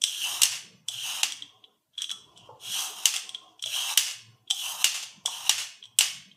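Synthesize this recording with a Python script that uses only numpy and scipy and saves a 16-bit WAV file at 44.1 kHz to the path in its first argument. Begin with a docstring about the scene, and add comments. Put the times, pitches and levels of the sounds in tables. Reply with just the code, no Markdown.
"""Peeling a gourd in a kitchen

A swivel peeler takes seven quick strips off a raw gourd above a wooden board in a hard-walled kitchen.
The rasp is made of tiny random bursts sent through filters and resonances; the blade snaps against its stop
as short noise buzzes; knocks, wet flops, dull bumps and rubbing fill the gaps.
Shaped random reflections make the room ring, over faint house noise, a hum and hiss."""
import sys
import numpy as np
from scipy import signal
from scipy.io import wavfile
from scipy.ndimage import uniform_filter1d, map_coordinates

SR = 44100
rng = np.random.default_rng(int(sys.argv[2]) if len(sys.argv) > 2 else 0)


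def materialize(psi):
    """Save the field psi as 16-bit PCM at rate SR to the path in sys.argv[1].

    A 1-D psi becomes a single channel; in a 2-D psi each row is a channel.
    """
    bounded = np.clip(np.atleast_2d(psi).T, -1, 1)
    quanta = np.round(bounded * 32767).astype(np.int16)
    wavfile.write(sys.argv[1], SR, quanta)


N = 280598

# cells of the skin bursting against the steel: (frequency [Hz], relative level [dB per Hz])
TEAR_SPECTRUM = [(700, -43), (1550, -13.5), (2100, -14.5), (3450, -6.5), (3900, -0.5), (4450, -12.5),
                 (5750, -1.5), (6650, -2), (7200, -11), (8950, -4), (9900, -12), (12200, -11),
                 (14100, -18.5), (14800, -18)]
# resonances of the loose blade: (frequency [Hz], width [Hz], relative level [dB])
LOOSE_MODES = [(3244, 290, 4), (3472, 256, 2.5), (3930, 96, -6.5)]
# the crack of the stop, summed over all directions, as the room receives it; it also colours the peel
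# and the rustle: (frequency [Hz], relative level [dB per Hz])
SPREAD_SPECTRUM = [(200, -41.5), (750, -15), (1350, -11.5), (1950, -7), (2450, -4.5), (2830, 5), (3150, 0),
                   (3400, 1.5), (3900, -4), (5600, 1.5), (7300, -1), (10000, -7), (13500, -15),
                   (15000, -16)]


def rasp():
    """Cells burst under the edge; the blade sticks and slips, and the flesh resounds."""
    # typically the blade lands, bites, eases and leaves; the bite may be set before the landing and the
    # easing after the leaving; a negative easing or catch reverses the change of level:
    # (lands [s], bites [s], has eased [s], leaves [s], landing time [s], tearing [dB], chatter [dB],
    # crunch [dB], easing drop [dB], catch rise [dB], brightness [dB per octave])
    strokes = [(.05, 0.167, .4, 0.42, 0.0032, -34, -32, -46.5, 6, -1, 0.5),
               (0.899, 0.97, 1.24, 1.222, .02, -36.5, -33.5, -48, 5.5, -2.5, -1),
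               (2.355, 2.365, 2.43, 2.48, .006, -62, -47.5, -70, 6, -0.5, -4.5),
               (2.591, 2.68, 2.934, 3.103, 0.1, -33, -33, -46, 14.5, 8, 0),
               (3.646, 3.678, 3.95, 3.943, 0.018, -34.5, -32.5, -46, -2, 7, -0.6),
               (4.525, 4.555, 4.775, 4.832, .025, -36.5, -34.5, -47.5, 5.5, 7, 2),
               (5.272, 5.265, 5.44, 5.484, 0.0021, -42, -38.5, -52, 3, 10, -1.5)]
    # how each sound answers a stroke: (lag behind the bite [s], drop while skimming [dB],
    # turning point [share of the pull], drop before it [dB], drop after it [dB] (negative: louder),
    # share of the easing [ratio])
    answers = ((0.04, 4.5, .5, 3, 0.5, 1.0), (0.04, 7, 0.07, -1.3, 8, 0.88), (0.07, 16.5, 0.46, 2.5, -4.5, 0.7))
    # how much of the catch goes into each: (tearing [ratio], chatter [ratio], crunch [ratio])
    catch_shares = (1, 1.3, .25)
    # how much the uneven skin shakes each: (tearing [dB], chatter [dB], crunch [dB])
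    uneven_levels = (0.67, 1.6, 0.4)
    # the blade held in the flesh, before the sag: (frequency [Hz], width [Hz], relative level [dB])
    held_modes = [(2861, 200, 0), (3154, 146, 4.5)]
    # the body of the gourd under the blade: (frequency [Hz], relative level [dB per Hz])
    flesh_spectrum = [(250, -31), (520, -21), (720, -2), (950, 1.5), (1200, -2), (1550, -16.5),
                      (2200, -34.5)]
    # the growing strip loads the blade and lowers its pitch: (share of the stroke [ratio], pitch factor [ratio])
    sag_curve = [(0, 1.06), (.55, 0.98), (1, .95)]
    catch_power = 0.87  # the catch builds as this power of time
    out = np.zeros(N)
    for (start, bite, eased, end, landing, tear_db, chatter_db, crunch_db,
         ease_db, catch_db, tilt_db) in strokes:
        t = np.arange(start, end, 1 / SR)
        along = np.linspace(0, 1, len(t))
        past_easing = np.clip((t - eased) / max(end - eased, 1e-3), 0, 1)
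        catch = catch_db * past_easing ** catch_power

        gains = []
        levels = (tear_db, chatter_db, crunch_db)
        for db, answer, share, uneven_db in zip(levels, answers, catch_shares, uneven_levels):
            press_db = pressure(t, bite, eased, ease_db, *answer)
            gains.append(amp(db + press_db + share * catch + uneven_db * wobble(t)))
        tear, chatter, crunch = gains

        cells = grains(len(t), per_s=5500, spread_db=2.5)
        slips = grains(len(t), per_s=600, spread_db=-0.5)
        skin = off_board(colour(cells + 0.21 * slips, TEAR_SPECTRUM, tilt_db), along)

        sag = np.interp(along, *np.transpose(sag_curve)) * (1 + 0.028 * wobble(t))
        push = slips + 0.89 * cells
        blade = np.zeros(len(t))
        for k, (hz, width, db) in enumerate(held_modes):
            tone = resonate(resonate(push, hz * sag, width), hz * sag, 3 * width)
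            blade += (-1) ** k * amp(db) * tone
        flesh = evened(colour(cells, flesh_spectrum))

        fade = np.clip(np.minimum((t - start) / landing, (end - t) / 0.0034), 0, 1)
        add(out, start, fade * (tear * skin + chatter * evened(blade) + crunch * flesh))
    return out


def pressure(t, bite, eased, ease_db, lag, skim_db, turn, early_db, late_db, share):
    """Level in dB over a stroke: low while skimming, up at the bite, then a curved rise or fall to the end."""
    bite_s = 0.0062  # how quickly the edge sinks in
    pull = np.clip((t - bite) / (eased - bite), 0, 1)
    turn = np.clip(turn, .05, .95)
    skimming = .5 - .5 * np.tanh((t - bite - lag) / (2 * bite_s))
    before = np.maximum(1 - pull / turn, 0)
    after = np.maximum((pull - turn) / (1 - turn), 0)
    return -skim_db * skimming - early_db * before ** 2 - (late_db + share * ease_db) * after ** 2


def off_board(x, along, far_s=.00078, near_s=.00052, shake_s=.000015):
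    """The board's reflection arrives ever sooner as the unsteady blade comes down: a rising comb."""
    board_echo = .33  # strength of the reflection beside the direct sound
    steady_s = far_s + (near_s - far_s) * along
    delay = (steady_s + shake_s * wobble(np.arange(len(x)) / SR)) * SR  # in samples
    return evened(x + board_echo * map_coordinates(x, [np.arange(len(x)) - delay], order=3))


def snaps():
    """The freed blade buzzes against its stop for a few milliseconds: returns direct sound and room feed."""
    # the blade slips off the end and hits its stop:
    # (time [s], level [dB], ring [Hz], relative ring level [dB], brightness [dB per octave], room level [dB])
    stop_hits = [(0.4173, -11, 2880, -11, 0.5, -3), (0.4322, -8.5, 8330, -4, -0.5, -7),
                 (0.4535, -18, 5630, 0.5, -2, -10), (1.2312, -12.5, 3020, -14.5, -4.5, -5),
                 (3.0551, -8, 3235, -14, 2, -6), (3.974, -8.5, 3140, -4.5, 2.5, -2.5),
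                 (4.8424, -9.5, 2870, -5.5, -1, -3), (5.4934, -9, 3240, -17, -3.5, -4.5),
                 (5.9869, -8, 7930, 0.5, -0.5, -7), (6.0073, -12, 2870, -2.5, -2.5, -1)]
    # the crack of the stop: (frequency [Hz], relative level [dB per Hz])
    crack_spectrum = [(150, -47), (450, -32.5), (800, -13.5), (1400, -19.5), (2350, -16), (2850, 9.5),
                      (3300, -0.5), (3700, 2.5), (4700, -7), (5800, 3.5), (7500, 1.5), (9700, -6.5),
                      (12000, -5.5), (15000, -19.5)]
    direct, spread, t = np.zeros(N), np.zeros(N), np.arange(4096) / SR
    for s, db, ring_hz, ring_db, tilt_db, room_db in stop_hits:
        onset = 1 - np.exp(-t / 0.0011)
        decay = np.exp(-(t / 0.0037) ** 4) + 0.21 * np.exp(-t / 0.013)
        buzz = rng.standard_normal(len(t)) * decay * onset
        tone = blow(ring(buzz, [(ring_hz, 300, 0)]))
        crack = blow(colour(buzz, crack_spectrum, tilt_db))
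        add(direct, s, amp(db) * blow(crack + amp(ring_db) * tone))

        click = 1. * (t == 0)
        room_crack = blow(colour(click, SPREAD_SPECTRUM, 0.49 * tilt_db))
        add(spread, s, amp(db + room_db) * blow(room_crack + 0.32 * amp(ring_db) * tone))
    return direct, spread


def clacks():
    """A knock with grit just before and after rings the loose blade: returns main ring and high modes."""
    # the loose blade knocks in its frame: (time [s], level [dB], relative level of the high modes [dB])
    knocks = [(0.019, -28, 0.5), (0.039, -14, -1.5), (0.8853, -22.5, -3), (1.3222, -29, -2),
              (1.4226, -28.5, -19.5), (1.641, -41, -27), (1.98, -26.5, -15.5), (1.988, -29, -15),
              (2.0198, -23.5, -4), (2.0426, -24.5, -14), (2.0942, -28, -13), (2.1142, -23.5, -7.5),
              (2.376, -45.5, -2.5), (3.1642, -26.5, -1), (3.2925, -31, -6.5), (3.347, -25.5, -17.5),
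              (3.5954, -41.5, -10), (3.6254, -29, -2), (3.6392, -23.5, -18), (3.6601, -28, -4.5),
              (4.4762, -44, -21), (4.503, -21, -6.5), (4.509, -15.5, -6), (5.2595, -19, -1),
              (5.827, -37, -31), (5.839, -38.5, -12), (5.855, -40, -11), (6.315, -45.5, -25)]
    # high modes, before their shaping below: (frequency [Hz], width [Hz], relative level [dB])
    high_modes = [(5750, 450, 7), (6825, 940, 0), (8090, 700, 5), (12000, 1200, -18.5)]
    # shaping of the two rings: (frequency [Hz], gain [dB])
    low_shape = [(400, -14.0), (1300, 4), (2000, -4), (2700, 1.5), (4000, 3), (6000, -12.0), (12000, -27.0)]
    high_shape = [(1000, -7.0), (5000, -3.0), (9000, -3.5), (10500, -5.0), (15000, 0.0)]
    main, bright, t = np.zeros(N), np.zeros(N), np.arange(-512, 2048) / SR
    for s, db, high_db in knocks:
        grazing = 0.072 * np.exp(-abs(t) / .0018)  # against the frame, before the knock
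        settling = 0.078 * np.exp(-abs(t) / 0.0051)
        grit = np.where(t < 0, grazing, settling)
        knock = (t == 0) + grit * rng.standard_normal(len(t))
        low = colour(ring(knock, LOOSE_MODES), low_shape)
        high = colour(ring(knock, high_modes), high_shape)
        add(main, s + t[0], amp(db) * blow(low))
        add(bright, s + t[0], amp(db + high_db) * blow(high))
    return main, bright


def jiggles():
    """Many light touches ring the loose blade and scratch the skin."""
    # the blade jiggles as the peeler is carried back and set down: (start [s], length [s], ring level [dB])
    spells = [(1.928, .045, -65), (1.997, .04, -43.5), (2.1, .012, -36.5), (5.269, 0.02, -39)]
    out = np.zeros(N)
    for s, length, db in spells:
        touches = grains(round(length * SR), per_s=900, spread_db=6.5)
        scratch = evened(colour(touches, TEAR_SPECTRUM, tilt_db=-8.5))
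        rattle = evened(ring(ring(touches, LOOSE_MODES), LOOSE_MODES))
        add(out, s, amp(db) * (rattle + amp(-4) * scratch))
    return out


def flops():
    """Wet peel tears free and flops down: each flop is a dense crackle that dies away quickly."""
    # (time [s], level [dB], time to fall to about a third [s])
    falls = [(0.513, -32, 0.062), (0.67, -71, .02), (3.139, -25.5, 0.02), (3.159, -28, 0.0215),
             (4.064, -32, 0.05), (4.11, -35, 0.017), (4.942, -29, 0.044), (4.99, -39.5, 0.052),
             (5.026, -31, 0.015), (5.5803, -28.5, 0.058), (5.694, -51, 0.013)]
    out, t = np.zeros(N), np.arange(8192) / SR
    for s, db, length in falls:
        crackle = grains(len(t), per_s=4900, spread_db=3.5) * np.exp(-(t / length) ** 2)
        add(out, s, amp(db) * blow(colour(crackle, SPREAD_SPECTRUM, tilt_db=-2.5), 0.33 * length))
    return out


def bumps():
    """A soft push gives a broad thud and a brief narrow ring."""
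    # dull bumps of the gourd and the hand that holds it:
    # (time [s], level of each part [dB], ring [Hz], time for the push to fall to about a third [s])
    pushes = [(0.037, -64.5, 910, 0.0084), (0.31, -61, 330.8, .04), (0.621, -62.5, 191, 0.068),
              (0.894, -55, 718, 0.0077), (1.401, -64, 295, 0.035), (2.116, -49, 1317, 0.011),
              (2.487, -47.5, 479, 0.015), (2.489, -45.5, 870, 0.014), (3.657, -47.5, 628, 0.012),
              (4.504, -47, 795, 0.013), (5.253, -41.5, 740, 0.0053), (5.276, -35.5, 927, 0.0055)]
    # the push of a bump: (frequency [Hz], relative level [dB per Hz])
    body_spectrum = [(60, -15), (200, -3.5), (480, 2.5), (1250, 0), (1800, -20.5), (4000, -45)]
    out, t = np.zeros(N), np.arange(12000) / SR
    for s, db, hz, length in pushes:
        push = colour(rng.standard_normal(len(t)) * np.exp(-t / length), body_spectrum)
        thud = ring(push, [(hz, 0.12 * hz, 0)])
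        tone = ring(push, [(hz, 25, 0)])
        add(out, s, amp(db) * (blow(thud, 0.16 * length) + blow(tone, .5 * length)))
    return out


def rubs():
    """Skin slips on the gourd in a soft swell, waking now one resonance and now another."""
    # the holding hand shifts on the gourd: (start [s], length [s], level of the tones at the peak [dB])
    shifts = [(1.359, 0.44, -69), (2.118, 0.52, -63.5), (2.549, 0.5, -59), (3.202, .39, -61),
              (4.179, 0.31, -70.5), (5.079, 0.21, -69), (5.76, .21, -73)]
    # what the palm rings in the gourd and board: (frequency [Hz], width [Hz], average relative level [dB])
    palm_modes = [(194, 40, -7), (328, 29, -5), (417, 71, -2), (697, 93, -1.5), (1036, 80, 0.5),
                  (1420, 140, -10)]
    rustle_db = -7  # the dry rustle of skin, relative to the tones
    out = np.zeros(N)
    for s, length, db in shifts:
        t = np.arange(0, length, 1 / SR)
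        swell = amp(db) * np.sqrt(abs(np.sin(np.pi * t / length)))
        slips = grains(len(t), per_s=770, spread_db=1.5)
        tones = np.zeros(len(t))
        for hz, width, mode_db in palm_modes:
            tone = ring(ring(slips, [(hz, width, 0)]), [(hz, 3 * width, 0)])
            tones += amp(mode_db + 4.0 * wobble(.3 * t)) * evened(tone)
        rustle = evened(colour(slips, SPREAD_SPECTRUM, tilt_db=-3))
        add(out, s, swell * (evened(tones) + amp(rustle_db) * rustle))
    return out


def kitchen(x, count=3):
    """The arm keeps moving, so the sound drifts between several patterns of reflections."""
    turns = np.arange(N) / SR / 1.7  # one round of the patterns takes 1.7 s
    shares = [np.cos(np.pi * (turns + k / count)) ** 4 for k in range(count)]
    total = sum(shares)
    return sum(reflections(x * np.sqrt(share / total)) for share in shares)


def reflections(x, size=40000, uneven=0.16):
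    """Dense reflections off tile and stone, mids ringing longest, bass and treble dying sooner."""
    # typical time to fall by 60 dB, before the random unevenness: (frequency [Hz], time [s])
    fall_times = [(200, 0.22), (1000, 0.49), (3000, 0.49), (6000, 0.41), (10000, 0.36), (15000, 0.31)]
    t = np.arange(size) / SR
    signs = rng.choice([-1., 1.], size)
    taps = signs * (rng.random(size) < .15) * np.clip((t - .002) / 0.0024, 0, 1)
    taps *= 1 + 0.67 * np.exp(-t / 0.0093)  # the counter and near walls answer first
    hz, at, z = signal.stft(taps, SR, nperseg=512)
    # some narrow bands ring on longer than others
    t60 = read(fall_times, hz) * np.exp(uneven * np.clip(rng.standard_normal(len(hz)), -2, 2))
    tail = signal.istft(z * amp(-60 * at / t60[:, None]), SR, nperseg=512)[1]
    return signal.fftconvolve(x, tail / np.linalg.norm(tail))[:N]


def background():
    """Faint noise of the house that drifts in patches, and a low, narrow noise band heard as a wavering hum."""
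    # noise of the house: (frequency [Hz], relative level [dB per Hz]), then (time [s], level [dB])
    air_spectrum = [(25, -15), (65, -6), (150, 3), (260, -0.5), (400, -7.5), (700, -8.5), (1050, -4),
                    (1500, -18), (3000, -16), (8000, -27.5), (15000, -38)]
    air_levels = [(0.0, -68.5), (0.55, -64), (1.03, -65.5), (1.54, -69.5), (1.74, -78.5), (1.95, -71),
                  (2.28, -65.5), (3.37, -71.5), (4.38, -76.5), (4.82, -64.5), (4.96, -64), (5.53, -66.5),
                  (5.74, -74.5), (6.36, -65.5)]
    # the hum swells and fades: (time [s], level [dB])
    hum_levels = [(0.0, -74), (0.23, -86.5), (0.34, -61.5), (0.9, -71.5), (0.97, -53), (1.17, -80),
                  (1.5, -70.5), (1.75, -92.5), (2.53, -58.5), (2.6, -75), (2.69, -59), (2.82, -79.5),
                  (3.61, -79.5), (3.65, -64), (3.97, -84), (4.29, -58.5), (4.57, -88), (4.96, -75.5),
                  (5.37, -78), (5.44, -62), (5.83, -89), (5.9, -67), (6.27, -76.5), (6.36, -93)]
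    # strength of the patches: (frequency [Hz], typical swing [dB])
    patch_swing = [(100, 6.4), (400, 8), (1200, 4.6), (2500, 1.2)]
    frames, hz = N // 512 + 5, np.fft.rfftfreq(2048, 1 / SR)
    a, b, patches = rng.standard_normal((3, frames, len(hz)))
    patches = uniform_filter1d(patches, size=14, axis=0)  # smooth in time
    patches = evened(uniform_filter1d(patches, size=5, axis=1))  # smooth in pitch
    z = (a + 1j * b) * amp(read(air_spectrum, hz) + read(patch_swing, hz) * patches)
    air = evened(signal.istft(z.T, nperseg=2048, noverlap=1536)[1][:N])

    hum_mode = [(115.5, 19, 0)]  # frequency and width in Hz, level in dB
    hum = evened(ring(ring(rng.standard_normal(N), hum_mode), hum_mode))
    return follow(air_levels) * air + follow(hum_levels) * hum


def amp(db):
    """Turns dB into a plain gain."""
    return 10 ** (np.asarray(db) / 20)


def evened(x):
    """Scales a sound to an average (RMS) level of 1."""
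    return x / np.sqrt(np.mean(x ** 2) + 1e-20)


def read(points, hz):
    """Reads a table of (frequency, value) at any frequency, along a logarithmic scale."""
    f, value = np.transpose(points)
    return np.interp(np.log(hz + 1), np.log(f + 1), value)


def follow(rows):
    """Turns a table of (time [s], level [dB]) into a gain for every sample."""
    return amp(np.interp(np.arange(N) / SR, *np.transpose(rows)))


def add(mix, s, sound):
    """Adds a sound to the mix at the given second."""
    part = mix[max(round(s * SR), 0):][:len(sound)]
    part += sound[:len(part)]


def colour(x, points, tilt_db=0, size=2048):
    """Filter with the given spectrum, tilted by dB per octave in the treble; nothing sounds ahead of time."""
    hz = abs(np.fft.fftfreq(size, 1 / SR))
    log_gain = np.log(amp(read(points, hz) + tilt_db * np.log2(1 + hz / 1000)))
    taps = np.fft.ifft(np.exp(np.conj(signal.hilbert(log_gain)))).real
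    return signal.fftconvolve(x, taps[:size // 2])[:len(x)]


def ring(x, modes):
    """Damped resonances of alternating sign, driven by x."""
    out = 0
    for k, (hz, width, db) in enumerate(modes):
        out = out + (-1) ** k * amp(db) * signal.lfilter(*signal.iirpeak(hz, hz / width, SR), x)
    return out


def resonate(x, hz, width):
    """A resonance whose centre follows the curve hz."""
    turn = np.exp(2j * np.pi * np.cumsum(hz) / SR)
    r = np.exp(-np.pi * width / SR)
    return 2 * (turn * signal.lfilter([1 - r], [1, -r], x / turn)).real


def blow(x, seconds=0.0028):
    """Scales a hit to the energy of a unit signal that lasts the given time."""
    return x * np.sqrt(seconds * SR / np.sum(x ** 2))


def grains(n, per_s, spread_db):
    """Tiny fractures at random moments, with random signs and random sizes, at an average level of 1."""
    chance, sign = rng.random(n), rng.choice([-1., 1.], n)
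    size = np.minimum(rng.exponential(1, n), 4)
    return evened((chance < per_s / SR) * sign * amp(spread_db * size))


def wobble(t, count=12):
    """Slow chance, from the unevenness under blade or hand: sines with random phases, RMS 1."""
    return evened(sum(np.sin(2 * np.pi * (hz * t + rng.random())) for hz in np.geomspace(4, 45, count)))


def suppress(x, threshold_db=-104, depth_db=-12, steepness=.75):
    """Noise suppression: every band that sinks towards the threshold (dB per Hz) is turned down."""
    z = signal.stft(x, SR, nperseg=1024, noverlap=768, scaling="psd")[2]
    power = uniform_filter1d(abs(z) ** 2, size=5, axis=-1)  # smooth in time
    power = 2 * abs(uniform_filter1d(power, size=3, axis=-2))  # smooth in pitch
    gain = np.maximum((power / (power + amp(threshold_db) ** 2)) ** steepness, amp(depth_db))
    return signal.istft(z * gain, SR, nperseg=1024, noverlap=768, scaling="psd")[1][:, :N]


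def scene():
    """Adds up all sources, the room that answers them, the background and a steady hiss."""
    cut, flop, bump = rasp(), flops(), bumps() + rubs()
    clack, clink = clacks()
    clack = clack + jiggles()
    snap, snap_spread = snaps()
    to_room = snap_spread + amp(-6.5) * cut + amp(-11) * clack + amp(-5.0) * clink
    to_room = to_room + amp(-3.5) * flop + amp(-1) * bump
    room = kitchen(to_room)
    hiss = amp(-68) * rng.standard_normal(N)
    return (cut + clack + clink + flop + bump + snap + room + background() + hiss)[None]


def record(dry, low_cut_hz=58):
    """The hardest snaps overload the microphone, quiet tails are suppressed; then a low cut and the band limit."""
    edge_hz = 15520  # band limit
    held = suppress(1.3 * np.tanh(dry / 1.3))
    held = signal.sosfilt(signal.butter(2, low_cut_hz, "high", fs=SR, output="sos"), held)
    taps = signal.firwin(401, edge_hz, window=("kaiser", 8), fs=SR)
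    return signal.oaconvolve(held, taps[None], "same")


dry = scene()
out = record(dry)
materialize(out)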